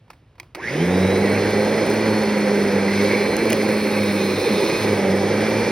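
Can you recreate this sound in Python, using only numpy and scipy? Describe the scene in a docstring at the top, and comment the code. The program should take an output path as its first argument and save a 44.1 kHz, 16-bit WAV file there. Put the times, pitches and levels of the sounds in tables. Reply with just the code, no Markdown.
"""A foot clacks the pedal and switch of an upright vacuum cleaner on a rug in the open air; the motor spins up and runs.
Clacks are decaying noise with housing modes; the fan whines in tones locked to its shaft, over coloured air noise.
The belt-driven brush roll hums in orders of its turning and slows as it bites the pile.
The nozzle bumps and gulps, and grit ticks up it in short bursts, over the faint air of the yard.
Heard from above by a pair of closely spaced microphone ports."""
import sys
import numpy as np
from scipy import signal
from scipy.fft import rfft, irfft
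from scipy.io import wavfile

SR = 44100
rng = np.random.default_rng(int(sys.argv[2]) if len(sys.argv) > 2 else 0)


def digitize_waveform(pressure):
    """Quantize a signal to 16-bit integers and store it at the path in sys.argv[1].

    Rows of a 2-D input are taken as channels; values are limited to [-1, 1].
    """
    field = np.atleast_2d(pressure).T
    bounded = np.clip(field, -1, 1)
    quanta = np.round(bounded * 32767).astype(np.int16)
    wavfile.write(sys.argv[1], SR, quanta)


N = 251811
T = np.arange(N) / SR  # s
HZ = np.fft.rfftfreq(N, 1 / SR)

# Air of the yard. Each row: frequency in Hz, relative density in dB per Hz.
YARD_SPECTRUM = [(20, -18), (55, 1.5), (120, 3), (200, -8), (500, -15.5), (1200, -23.5), (3000, -27.5),
                 (6000, -40), (15000, -52)]
YARD_SWAY_DB = .8

# The port pair, by frequency. Each row: frequency in Hz, phase by which the left leads in radians.
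PORT_LEAD = [(90, 0), (400, -.18), (780, -.4), (1100, 0), (1900, 0), (2500, .55), (4300, .75), (5100, .15),
             (6000, 1.4), (7300, 3.14), (9500, 5.5), (9900, 6.2), (11000, 6.5), (13500, 9.4), (14400, 9.7),
             (15900, 12.3)]
# Each row: frequency in Hz, left minus right in dB.
PORT_TILT = [(110, 0), (200, -1), (380, -2), (620, -3.2), (1100, -1), (2300, -2.5), (4400, -1.3), (8000, 0)]
# Each row: frequency in Hz, likeness of the two ports (1 is identical, no unit).
PORT_LIKENESS = [(60, 1), (250, .998), (600, .98), (1700, .98), (3100, .85), (4200, .92), (6000, .88),
                 (7300, .97), (8500, .86), (10300, .96), (12000, .78), (13700, .97), (15000, .7)]
EDGE_HZ = 15850  # upper band limit of the recorder

# Pedal and switch. Each row: start in seconds, level before its envelope in dB, treble against middle in dB,
# decay by 60 dB in seconds, ring of the housing against the clack in dB, tilt of that ring in dB per octave.
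CLACKS = [(.0805, -47, -15, .02, -2, -6), (.1008, -41, -3, .02, 0, 0), (.1028, -37, 0, .045, 3, -2),
          (.1318, -39.5, -8, .03, 0, -2), (.354, -51, -10, .045, -6, -3), (.381, -47, -10, .08, -4, 0),
          (.3989, -30, 9, .016, 12.5, 0), (.4303, -40, -3, .018, 0, 0), (.5486, -23, 2, .02, 0, -1),
          (.5537, -28, -4, .025, 1, -4)]
CLACK_RISE_S = .0006
# Colour of the clacking plastic. Each row: frequency in Hz, relative density in dB per Hz.
PLASTIC_SPECTRUM = [(100, -32), (330, -3), (600, 3), (1000, 10), (1500, -1), (2300, 2), (3000, -7),
                    (4000, -6), (4700, -3), (6500, -13), (8500, -13), (10000, -15), (15500, -15)]
# Modes of the housing. Each row: frequency in Hz, relative level in dB, decay by 60 dB in seconds.
HOUSING_MODES = [(305, -35, .18), (357, -32, .28), (980, -21, .04), (1990, -19, .035), (2250, 0, .013),
                 (2450, -17, .04), (3230, -25, .04), (4800, -18, .018), (5500, -22, .016)]

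# Grit striking the nozzle. Each row: start in seconds, level before its envelope in dB,
# decay by 60 dB in seconds, ring against the tick in dB, tilt of that ring in dB per octave.
GRIT_STRIKES = [(1.5076, -24, .007, -3, 4), (1.8654, -24, .007, -10, 4), (1.9013, -20, .007, -15, 4),
                (1.9397, -23, .007, -8, 4), (2.2352, -25, .007, -12, 4), (2.4045, -26, .007, -10, 4),
                (3.367, -8.5, .0035, -14, 10), (3.3915, -25, .008, -12, 4), (3.439, -27, .007, -10, 4),
                (3.454, -26, .007, -12, 4), (3.4985, -20, .012, -14, 0), (3.5026, -22, .014, 4, -1),
                (3.5045, -21, .012, 5, -2), (3.5084, -38, .01, 19, -10), (3.5224, -28, .006, 4, 16),
                (3.5294, -9.5, .006, -.5, 2), (3.5318, -25, .008, 3, 3), (3.5684, -24, .007, -10, 4),
                (3.6902, -24, .007, -7, 4)]
# Colour of a tick. Each row: frequency in Hz, relative density in dB per Hz.
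TICK_SPECTRUM = [(2000, -40), (6000, -7), (9000, 0.5), (10500, 0.5), (12500, -2), (15500, -0.5)]
# Modes of the nozzle. Each row: frequency in Hz, relative level in dB, decay by 60 dB in seconds.
NOZZLE_MODES = [(2000, -5, .018), (2450, -2, .014), (2800, -3, .012), (5200, -8, .008), (6300, -9, .007)]

# The nozzle bumps and grabs the pile. Each row: start in seconds, level before its envelope in dB,
# decay by 60 dB in seconds.
BUMPS = [(1.278, -27, 0.045), (3.297, -13, 0.083), (3.453, -6.5, 0.051), (3.506, -10.5, 0.11),
         (4.695, -9.5, 0.044)]
# Colour of a bump. Each row: frequency in Hz, relative density in dB per Hz.
THUD_SPECTRUM = [(100, -25), (300, -2), (400, 4), (550, -1), (750, -16), (1500, -34), (3000, -60)]
# Suction gulps as the nozzle seals on the rug and lets go. Each row: start in seconds, length in seconds,
# start frequency in Hz, end frequency in Hz, level in dB.
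GULPS = [(3.04, 0.034, 545, 510, -20.5), (3.137, 0.024, 420, 405, -20), (3.288, 0.048, 410, 393, -21),
         (3.687, 0.024, 523, 492.5, -22), (4.029, 0.042, 530, 469.7, -21.5), (4.41, 0.02, 501, 430, -20.5),
         (4.452, 0.039, 499, 338, -17.5), (4.509, 0.02, 450, 400, -31), (4.575, 0.017, 420, 377, -17.5),
         (4.595, 0.067, 385, 380, -20), (4.743, 0.024, 437.6, 394, -20)]
# Air sings in the gap under the nozzle as the push begins. Each row: time in seconds, frequency in Hz, level in dB.
GAP_TONE = [(2.8, 2096, -80), (2.87, 2094, -44), (2.885, 2050, -27.5), (2.93, 2034, -32),
            (2.975, 2200, -41), (2.995, 2192, -29), (3.066, 2170, -44), (3.135, 2190, -26.5),
            (3.22, 2217, -43), (3.45, 2220, -80)]

# Bristles scratching the pile. Each row: time in seconds, level in dB.
SCRUB_LEVEL = [(.8, -70), (1.7, -51), (1.95, -35.5), (2.3, -34), (2.6, -40), (2.9, -48), (5.7, -57)]
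# Colour of the scratching. Each row: frequency in Hz, relative density in dB per Hz.
BRISTLE_SPECTRUM = [(500, -22), (950, 7), (1100, -5), (1500, -2), (1900, -23), (4000, -49)]
# Speed the brush roll settles at as the pile drags on it, before the spin-up; two rows to a turn.
# Each row: time in seconds, bristle rows striking per second.
ROW_RATE = [(.7, 233), (1.05, 204), (1.48, 208), (2.03, 218), (2.5, 204), (2.85, 199.5), (3.2, 207),
            (3.33, 198), (3.41, 227), (3.6, 211), (3.9, 211), (4.1, 203), (4.46, 198), (4.5, 223),
            (4.54, 194), (4.62, 220), (4.8, 215), (5.1, 192), (5.5, 217)]
# Bristle hum, before a small lift. Each row: time in seconds, level in dB.
HUM_LEVEL = [(.66, -38), (.83, -20), (1.35, -24.5), (1.45, -29.5), (1.58, -23), (1.85, -30), (2.1, -23),
             (2.95, -21.5), (3.3, -28), (3.45, -25.5), (4.05, -23.5), (4.32, -26), (4.37, -33),
             (4.485, -51), (4.505, -19.5), (4.56, -25.5), (4.62, -34.5), (4.73, -34), (4.9, -26),
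             (5.11, -21.5), (5.23, -27), (5.71, -28)]
# Once-a-turn wobble of the roll, before a small lift. Each row: time in seconds, level in dB.
WOBBLE_LEVEL = [(0.66, -44), (0.78, -51), (0.88, -33), (1.08, -25.5), (1.25, -36), (1.33, -28.5),
                (1.75, -38), (2.12, -29.5), (2.3, -46), (3.03, -32.5), (3.27, -44), (3.3, -34.5),
                (3.42, -53), (3.47, -34.5), (3.87, -44), (4.01, -31.5), (4.25, -40.5), (4.39, -30.5),
                (4.45, -49), (4.53, -36.5), (4.72, -54), (4.81, -31), (4.94, -30.5), (5.04, -43),
                (5.08, -32), (5.43, -32.5), (5.47, -42), (5.56, -28.5), (5.66, -34), (5.7, -44)]
# Fourth order of the roll, a drone that swells where the bristles dig in. Each row: time in seconds, level in dB.
DRONE_LEVEL = [(.66, -30), (.9, -31.5), (1.5, -30), (2.3, -34), (2.48, -34), (2.62, -23), (2.8, -43),
               (2.95, -29), (3.03, -24), (3.15, -35), (3.23, -29), (3.5, -32), (4, -34.5), (4.4, -56),
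               (4.8, -30), (5, -29), (5.71, -44)]
# Higher orders of the roll, coming and going as a rattle. Each row: order (multiple of the turning), mean level in dB.
RATTLE_ORDERS = [(6, -44), (8, -47.5)]
# The third order buzzes harder the more freely the roll spins, and shudders once on the way up to speed.
BUZZ_DB, BUZZ_DB_PER_HZ = -35, .5
SHUDDER_S, SHUDDER_WIDTH_S, SHUDDER_DB = 0.98, 0.23, 12.5

SWITCH_S, SPIN_UP_S = .549, .195  # switch closes; time constant of the motor
MAINS_RIPPLE_HZ = 120
# Speed the motor settles at under the changing load, before the spin-up.
# Each row: time in seconds, turns per second.
MOTOR_SPEED = [(.9, 387), (1.1, 383), (1.3, 385.3), (1.6, 387), (1.75, 389), (1.9, 392), (2.15, 394.2),
               (2.5, 391), (3, 385), (3.35, 383.8), (3.55, 390), (3.9, 388.8), (4.1, 382), (4.4, 374),
               (4.52, 378.2), (4.63, 376), (4.75, 380.5), (5.1, 381.4), (5.3, 385), (5.57, 393.6)]
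# The windings growl on the starting current. Each row: multiple of the mains ripple, level in dB.
INRUSH_TONES = [(2, -54), (3, -36), (4, -56)]
INRUSH_T60_S = 0.89
# A bearing sings while the machine is pushed out to the side. Each row: time in seconds, level in dB.
BEARING_LEVEL = [(3.6, -75), (3.95, -46), (4.1, -45), (4.4, -44), (4.77, -43.5), (5.05, -77)]
# Its whistles. Each row: harmonic of the ball-pass rate, mean level against the bearing in dB.
BEARING_WHISTLES = [(1, -3.5), (2, 3.5), (3, 1), (4, -16)]
BALL_PASSES_PER_TURN = 3.27
# Blade whine and its mains-ripple sidebands, each fading on its own as the machine moves; the ducts colour them later.
# Each row: time in seconds, blade tone in dB, lower sideband in dB, upper sideband in dB.
WHINE_LEVELS = [(.68, -46.5, -55, -53), (.8, -41, -52, -50), (.9, -42, -54, -47), (1.08, -46, -41, -54),
                (1.18, -46.5, -47.5, -47), (1.3, -45, -52, -43), (1.6, -43, -46, -47),
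                (1.9, -44.5, -47, -64), (2.2, -40.5, -46, -60), (2.65, -43.5, -62, -61),
                (3.08, -42.5, -45, -39.5), (3.35, -38.5, -44, -58), (3.5, -42.5, -48, -58),
                (3.8, -40, -45, -56), (4.1, -40.5, -51, -54), (4.4, -36.5, -48, -49),
                (4.8, -38.5, -51, -45), (5, -52, -56, -48), (5.3, -51, -60, -47), (5.62, -41.5, -48, -51)]
# How the ducts favour the high motor tones. Each row: frequency in Hz, gain in dB.
DUCT_GAIN = [(400, 3), (1000, 7), (1350, -8), (1540, 9), (1660, 18), (1850, 20), (2120, 17), (2260, 3),
             (2480, 0), (2750, -9), (2980, -4), (3120, 3), (3300, -9), (3480, -8), (3600, -2), (3700, -5),
             (3860, 0), (4500, 0), (5000, 10), (6000, -13), (9400, 0)]
# Sixth order of the shaft. Each row: time in seconds, level in dB.
SIXTH_LEVEL = [(.7, -70), (1, -44), (1.3, -37.5), (1.7, -39), (2.6, -42.5), (3.1, -36), (3.4, -36),
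               (3.8, -38), (4.1, -38.5), (4.55, -49), (4.85, -38.5), (5.1, -40), (5.6, -34)]
# Thin tone above the blade whine. Each row: time in seconds, level in dB.
OVERTONE_LEVEL = [(.9, -75), (1.3, -50), (2.6, -54), (3.1, -48), (3.7, -49), (4.2, -62), (5, -57),
                  (5.7, -54)]
THIRTEENTH_DB = -55.5  # thirteenth shaft order at full speed
OCTAVE_DB = -41  # blade octave, before its run-up envelope

# Colours of the four air layers. Each row: frequency in Hz, relative density in dB per Hz.
ROAR_SPECTRUM = [(25, -34), (50, -19.5), (100, -18), (160, -6.5), (240, -6), (310, -2), (400, -0.5),
                 (540, -1.5), (680, -14), (810, -9.5), (1050, -16.5), (1350, -20), (2000, -61), (4000, -80)]
RUSH_SPECTRUM = [(300, -48), (900, -7), (1300, -11), (1550, 0), (1750, -1.5), (2000, 2.5), (2280, 1),
                 (2600, -3.5), (2900, -14.5), (4000, -53), (9000, -80)]
HISS_SPECTRUM = [(1200, -5), (2600, -0.5), (3300, 6.5), (4200, 4.5), (4550, 1.5), (4900, 5.5), (5400, 4.5),
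                 (5900, 1), (6600, 2), (7100, -12), (7700, -88), (9500, -5), (16000, -48)]
SPRAY_SPECTRUM = [(3000, -50), (6500, -106), (7800, 5), (8600, 13), (9500, 6), (9900, 5.5), (11500, 5.5),
                  (13500, 0.5), (15700, 2)]
# How each air layer follows the machine. The one row: level at full speed in dB, drop at standstill in dB,
# steepness of that rise (no unit), share of the surge (no unit), rise when swung away in dB.
ROAR_LAW = (-22.5, 41, 2, 1.08, -1.5)
RUSH_LAW = (-30.5, 18.5, 2, 0.47, -0.5)
HISS_LAW = (-38, 39, 3.5, 1.7, 3.5)
SPRAY_LAW = (-43.5, 47, 2.5, 0.45, 3)
# Air surging as the nozzle is pushed and drawn back. Each row: time in seconds, surge in dB before a layer's share.
STROKE_SURGE = [(.9, 0.5), (1.25, 1.2), (1.9, 2), (2.3, 0), (2.85, -0.5), (3.02, 2), (3.15, 0),
                (3.25, -0.5), (3.5, 0), (3.85, 0.2), (4.35, 0), (4.55, 1), (5.05, 1.5), (5.71, 1)]
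# The nozzle riding over the pile. Each row: time in seconds, roar in dB, rush in dB, hiss in dB.
PILE_RIDE = [(.8, 0, 0.5, 0.5), (1.35, 0, 0.5, 0), (1.8, -0.5, -1, -1), (2.3, -2, -0.5, 2),
             (2.8, 0.5, 0, 2.5), (2.98, -3, 0, 0.5), (3.13, 0, 2, 1.5), (3.3, 1, 0.5, 1), (3.55, 0, 1, 0),
             (3.9, -0.5, -1, -2), (4.3, -.5, -1, 0.5), (4.75, 0.5, 0, -0.5), (5.05, -1, -1.5, 0.5),
             (5.71, -0.5, 0, 2)]
# How far the body has swung away to the side. Each row: time in seconds, share of the full swing (no unit).
BODY_SWING = [(2.85, -0.5), (3.1, 0.5), (3.35, 0.1), (3.8, 0.74), (4.1, 1), (4.82, 1), (5.02, -1),
              (5.5, -0.5)]
# Colour of the air noise at full swing. Each row: frequency in Hz, gain in dB.
SWUNG_GAIN = [(200, 0.5), (400, 1.5), (700, -2), (1100, 2.5), (1400, -0.5), (2000, -0.5), (2550, 2.5),
              (3100, -2), (4500, 1), (5400, -3), (6300, -1), (7100, -3.5), (8600, -1), (9500, 0),
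              (12000, 0), (15000, 1)]


def amp(db):
    """Amplitude of a level in dB."""
    return 10 ** (np.asarray(db) / 20)


def unit(x):
    """Scale to an RMS of one."""
    return x / np.sqrt(np.mean(x ** 2) + 1e-20)


def read(points):
    """A frequency table read on a log-frequency axis."""
    f, value = np.transpose(points)
    return np.interp(np.log(HZ + 1), np.log(f + 1), value)


def follow(rows):
    """Every column of a time table, sample by sample."""
    s, *columns = np.transpose(rows)
    return [np.interp(T, s, c) for c in columns]


def colour(x, gain):
    """Filter by a gain given at every frequency in HZ."""
    return irfft(rfft(x) * gain, N)


def noise(spectrum):
    """Noise of unit level with the given colour."""
    return unit(colour(rng.standard_normal(N), amp(read(spectrum))))


def drift(rate_hz):
    """Slow random wander of unit RMS, made on a coarse grid."""
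    size = 16384
    lowpass = 1 / (1 + (HZ[:size // 2 + 1] / rate_hz) ** 4)
    slow = irfft(rfft(rng.standard_normal(size)) * lowpass)
    return unit(np.interp(T, np.linspace(0, T[-1], size), slow))


def angle(hz):
    """Running phase in radians of a changing frequency."""
    return 2 * np.pi * np.cumsum(hz) / SR


def burst(s, rise, t60):
    """Envelope of a blow: an exponential rise and decay."""
    age = np.maximum(T - s, 0)
    decay = np.minimum(np.log(1000) * age / t60, 20)
    return (1 - np.exp(-age / rise)) * np.exp(-decay)


def ring(modes, s, rise, tilt_db):
    """Modes struck at time s; a harder blow tilts them upwards, in dB per octave."""
    age = T[:SR // 3]
    middle_hz = np.median([mode[0] for mode in modes])
    sound = np.zeros(len(age))
    for hz, db, t60 in modes:
        level = amp(db + tilt_db * np.log2(hz / middle_hz))
        sound += level * np.exp(-np.log(1000) * age / t60) * np.sin(2 * np.pi * hz * age)
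    return np.pad(sound * (1 - np.exp(-age / rise)), (round(s * SR), N))[:N]


def breathy(hz, width_hz):
    """Turbulence in one resonance: a fuzzy whistle of unit level."""
    turn = angle(hz)
    return drift(width_hz / 2) * np.cos(turn) + drift(width_hz / 2) * np.sin(turn)


def powered():
    """Zero until the switch closes, then up within 8 ms."""
    return np.clip((T - SWITCH_S) / .008, 0, 1)


def spin_up():
    """Share of full speed: the motor closes in on it exponentially once switched on."""
    return 1 - np.exp(-np.maximum(T - SWITCH_S, 0) / SPIN_UP_S)


def yard():
    """Faint open air: coloured noise swaying slightly in level."""
    return amp(-53.0 + YARD_SWAY_DB * drift(6.2)) * noise(YARD_SPECTRUM)


def pedal(tail_db=-24, tail_t60=0.24):
    """The dry crack of each plastic clack, with a faint tail from nearby walls."""
    body = noise(PLASTIC_SPECTRUM)
    treble = colour(body, HZ ** 2 / (HZ ** 2 + 3000 ** 2))
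    cracks, tail = np.zeros((2, N))
    for s, db, bright_db, t60, _, _ in CLACKS:
        plastic = body + (amp(bright_db) - 1) * treble
        cracks += amp(db) * burst(s, CLACK_RISE_S, t60) * plastic
        tail += amp(db + tail_db) * burst(s, 0.003, tail_t60)
    return cracks + tail * noise(PLASTIC_SPECTRUM)


def housing(rise=0.0008):
    """Every clack rings the modes of the housing."""
    out = np.zeros(N)
    for s, db, _, _, ring_db, tilt_db in CLACKS:
        out += amp(db + ring_db) * ring(HOUSING_MODES, s, rise, tilt_db)
    return out


def grit(dust_per_s=22, dust_db=-46, rise=0.00026):
    """Grains tick on the nozzle and knock its modes by varying amounts; fine dust crackles between them."""
    tick, out = noise(TICK_SPECTRUM), np.zeros(N)
    for s, db, t60, ring_db, tilt_db in GRIT_STRIKES:
        knock = amp(ring_db) * ring(NOZZLE_MODES, s, rise, tilt_db)
        out += amp(db) * (burst(s, rise, t60) * tick + knock)
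    # dust begins with the first grain
    hits = (T > GRIT_STRIKES[0][0]) * (rng.random(N) < dust_per_s / SR)
    dust = hits * amp(dust_db + 8.9 * rng.random(N))
    return out + tick * signal.fftconvolve(dust, burst(0, .0003, 0.0098))[:N]


def bumps():
    """Dull thuds of the nozzle against the rug: low noise under decaying envelopes."""
    envelope = sum(amp(db) * burst(s, 0.0038, t60) for s, db, t60 in BUMPS)
    return envelope * noise(THUD_SPECTRUM)


def gulps(rough=0.34):
    """Short throaty suction tones that sink in pitch as the gap closes."""
    out, jitter = np.zeros(N), rough * drift(92)
    for s, length, start_hz, end_hz, db in GULPS:
        share = np.clip((T - s) / length, 0, 1)
        hz = start_hz + (end_hz - start_hz) * share ** 2
        out += np.sqrt(2) * amp(db) * np.sin(np.pi * share) * np.sin(angle(hz) + jitter)
    return out


def leaks(gap_width_hz=170, vent_hz=5420, vent_width_hz=220, vent_db=-47, vent_wander_hz=60):
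    """Air sings through the gap under the nozzle, and through a vent as the body swings to the side."""
    (gap_hz, gap_db), (swing,) = follow(GAP_TONE), follow(BODY_SWING)
    wandering_hz = vent_hz + vent_wander_hz * drift(3.6)
    vent = amp(vent_db) * np.maximum(swing, 0) ** 2 * breathy(wandering_hz, vent_width_hz)
    return amp(gap_db) * breathy(gap_hz, gap_width_hz) + vent


def scrub(beat, chop=.4):
    """The bristle rows scratch through the pile: noise chopped at each row."""
    level_db, = follow(SCRUB_LEVEL)
    return amp(level_db) * noise(BRISTLE_SPECTRUM) * (1 + chop * np.cos(beat))


def brush_roll(beat):
    """Bristle rows thump the pile twice a turn; imbalance adds odd orders, and the uneven pile roughens them."""
    (beat_db,), (wobble_db,), (drone_db,) = follow(HUM_LEVEL), follow(WOBBLE_LEVEL), follow(DRONE_LEVEL)
    rate, = follow(ROW_RATE)
    turn, run_up = beat / 2, spin_up() ** 4
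    out = amp(beat_db + 0.4) * (1 + 0.11 * drift(24)) * np.sin(beat)
    out += amp(wobble_db + 0.3) * (1 + 0.14 * drift(11.0)) * np.sin(turn + 0.089 * drift(18))
    shudder = np.exp(-((T - SHUDDER_S) / SHUDDER_WIDTH_S) ** 2)
    buzz_db = BUZZ_DB + BUZZ_DB_PER_HZ * (rate - np.median(rate)) + SHUDDER_DB * shudder
    out += run_up * amp(buzz_db) * (1 + 0.23 * drift(23)) * np.sin(3 * turn + 0.14 * drift(51))
    out += amp(drone_db) * (1 + 0.43 * drift(33)) * np.sin(4 * turn + .5 * drift(17))
    # the fifth order follows the hum
    out += amp(beat_db - 11) * (1 + 0.6 * drift(12)) * np.sin(5 * turn + .6 * drift(12))
    for order, db in RATTLE_ORDERS:
        out += run_up * amp(db + 4 * drift(10)) * np.sin(round(order) * turn + .7 * drift(14))
    return np.sqrt(2) * out


def inrush(mains):
    """A rough growl from the windings that dies away as the motor gathers speed."""
    growl = sum(amp(db) * np.sin(round(k) * mains + 0.97 * drift(46)) for k, db in INRUSH_TONES)
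    return np.sqrt(2) * burst(SWITCH_S, 0.0075, INRUSH_T60_S) * growl


def bearing(shaft):
    """Harmonics of the ball-pass rate, wavering together as the balls slip."""
    level_db, = follow(BEARING_LEVEL)
    passes = BALL_PASSES_PER_TURN * shaft + .36 * drift(20)
    out = np.zeros(N)
    for k, db in BEARING_WHISTLES:
        out += amp(level_db + db + 3.5 * drift(14)) * np.sin(round(k) * passes + 0.5 * drift(45))
    return out


def fan(mains, waver=0.16, outer_db=-52, flutter_depth_db=1.0):
    """Eleven blades whine, with sidebands from the mains ripple; weaker tones ride on the same shaft."""
    (speed,), (sixth_db,), (overtone_db,) = follow(MOTOR_SPEED), follow(SIXTH_LEVEL), follow(OVERTONE_LEVEL)
    blade, lower, upper = amp(follow(WHINE_LEVELS))
    pace = spin_up()
    shaft = angle(speed * pace)
    # the flow over the blades is ragged, and rich in their octave, until the fan is up to speed
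    stall = 1 - pace ** 6
    ragged = waver * drift(30) + .75 * stall * drift(110)
    flutter_db = (flutter_depth_db + 1.5 * stall) * drift(24)
    tone = 11 * shaft + ragged
    sidebands = lower * np.sin(tone - mains + .3 * drift(25))
    sidebands += upper * np.sin(tone + mains + .3 * drift(25))
    sidebands += amp(outer_db - 4 + 3 * drift(10)) * np.sin(tone + 2 * mains + .4 * drift(25))
    whine = amp(flutter_db) * (blade * np.sin(tone) + amp(1.2 * drift(14)) * sidebands)
    commutator = 24 * shaft + 2 * ragged
    whine += amp(-58 + 3 * drift(30)) * np.sin(commutator)
    out = colour(whine * powered(), amp(read(DUCT_GAIN)))
    out += amp(OCTAVE_DB + flutter_db) * pace * (1 - pace) * np.sin(2 * tone)
    out += amp(sixth_db + 0.59 * drift(28)) * np.sin(6 * shaft + waver * drift(25))
    out += pace ** 2 * amp(-34.0 + 2.6 * drift(11)) * np.sin(shaft + waver * drift(28))
    out += amp(overtone_db + 1.7 * drift(8.8)) * np.sin(12.49 * shaft + waver * drift(30))
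    out += amp(THIRTEENTH_DB + 3 * drift(8)) * pace ** 30 * np.sin(13 * shaft + .6 * drift(30))
    return np.sqrt(2) * (out + bearing(shaft))


def air_db(full_db, standstill_drop_db, steepness, surge_share, swing_db):
    """Level of an air layer: it rises with the motor, surges with the strokes and changes as the body swings."""
    (surge_db,), (swing,) = follow(STROKE_SURGE), follow(BODY_SWING)
    drop_db = standstill_drop_db * (1 - spin_up()) ** steepness
    return full_db - drop_db + surge_share * surge_db + swing_db * swing


def swung(air):
    """The air noise changes colour as the vents turn away."""
    swing, = follow(BODY_SWING)
    return air + swing * colour(air, amp(read(SWUNG_GAIN)) - 1)


def airflow(beat, mains):
    """Turbulence in nozzle, fan and exhaust, chopped a little by the bristles and the pulsing torque."""
    roar_ride_db, rush_ride_db, hiss_ride_db = follow(PILE_RIDE)
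    flutter = drift(29)  # shared by roar and rush
    roar_db = air_db(*ROAR_LAW) + roar_ride_db + 0.47 * flutter
    rush_db = air_db(*RUSH_LAW) + rush_ride_db + .5 * flutter + 1.0 * drift(20)
    hiss_db = air_db(*HISS_LAW) + hiss_ride_db + 0.94 * drift(28)
    spray_db = air_db(*SPRAY_LAW) + 1.14 * drift(34)
    roar = amp(roar_db) * noise(ROAR_SPECTRUM) * (1 + 0.047 * np.cos(beat / 2))
    rush = amp(rush_db) * noise(RUSH_SPECTRUM) * (1 + 0.028 * np.cos(mains))
    hiss = amp(hiss_db) * noise(HISS_SPECTRUM) * (1 + 0.012 * np.cos(mains))
    spray = amp(spray_db) * noise(SPRAY_SPECTRUM) * (1 + 0.11 * np.cos(mains))
    return roar + rush + hiss + spray


def ports(direct, diffuse):
    """Two ports hear the direct sound with a phase lead; diffuse sound differs between them."""
    size = 1024
    alike = read(PORT_LIKENESS)
    # half the difference goes to each port
    lean = amp(read(PORT_TILT) / 2) * np.exp(1j * read(PORT_LEAD) / 2)
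    shared = np.sqrt((1 + alike) / 2) * np.array([lean, 1 / lean])
    apart = np.sqrt((1 - alike) / 2) * np.array([lean, -1 / lean])
    pair = np.zeros((2, N))
    for sound, response in (direct, shared), (diffuse, apart):
        taps = np.roll(irfft(response, N), size, axis=1)[:, :2 * size]
        pair += signal.oaconvolve(sound[None], taps, axes=1)[:, size:size + N]
    return pair


def scene():
    """The machine over the faint air of the yard."""
    beat = angle(follow(ROW_RATE)[0] * spin_up())
    mains = 2 * np.pi * MAINS_RIPPLE_HZ * T
    brush_fade = np.clip((T - .6) / 0.18, 0, 1)
    air, diffuse_air = (powered() * swung(airflow(beat, mains)) for _ in range(2))
    motor = powered() * (fan(mains) + inrush(mains))
    suction = powered() * (bumps() + gulps() + leaks())
    brush = brush_fade * (brush_roll(beat) + scrub(beat))
    direct = yard() + pedal() + housing() + grit() + suction + brush + motor + air
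    diffuse = yard() + pedal() + diffuse_air
    return ports(direct, diffuse)


def record(dry):
    """The recorder's wind filter and band limit."""
    lean = signal.sosfilt(signal.butter(4, 44, "high", fs=SR, output="sos"), dry)
    band = signal.firwin(511, EDGE_HZ, window=("kaiser", 9), fs=SR)
    return signal.oaconvolve(lean, band[None], "same")


dry = scene()
out = record(dry)
digitize_waveform(out)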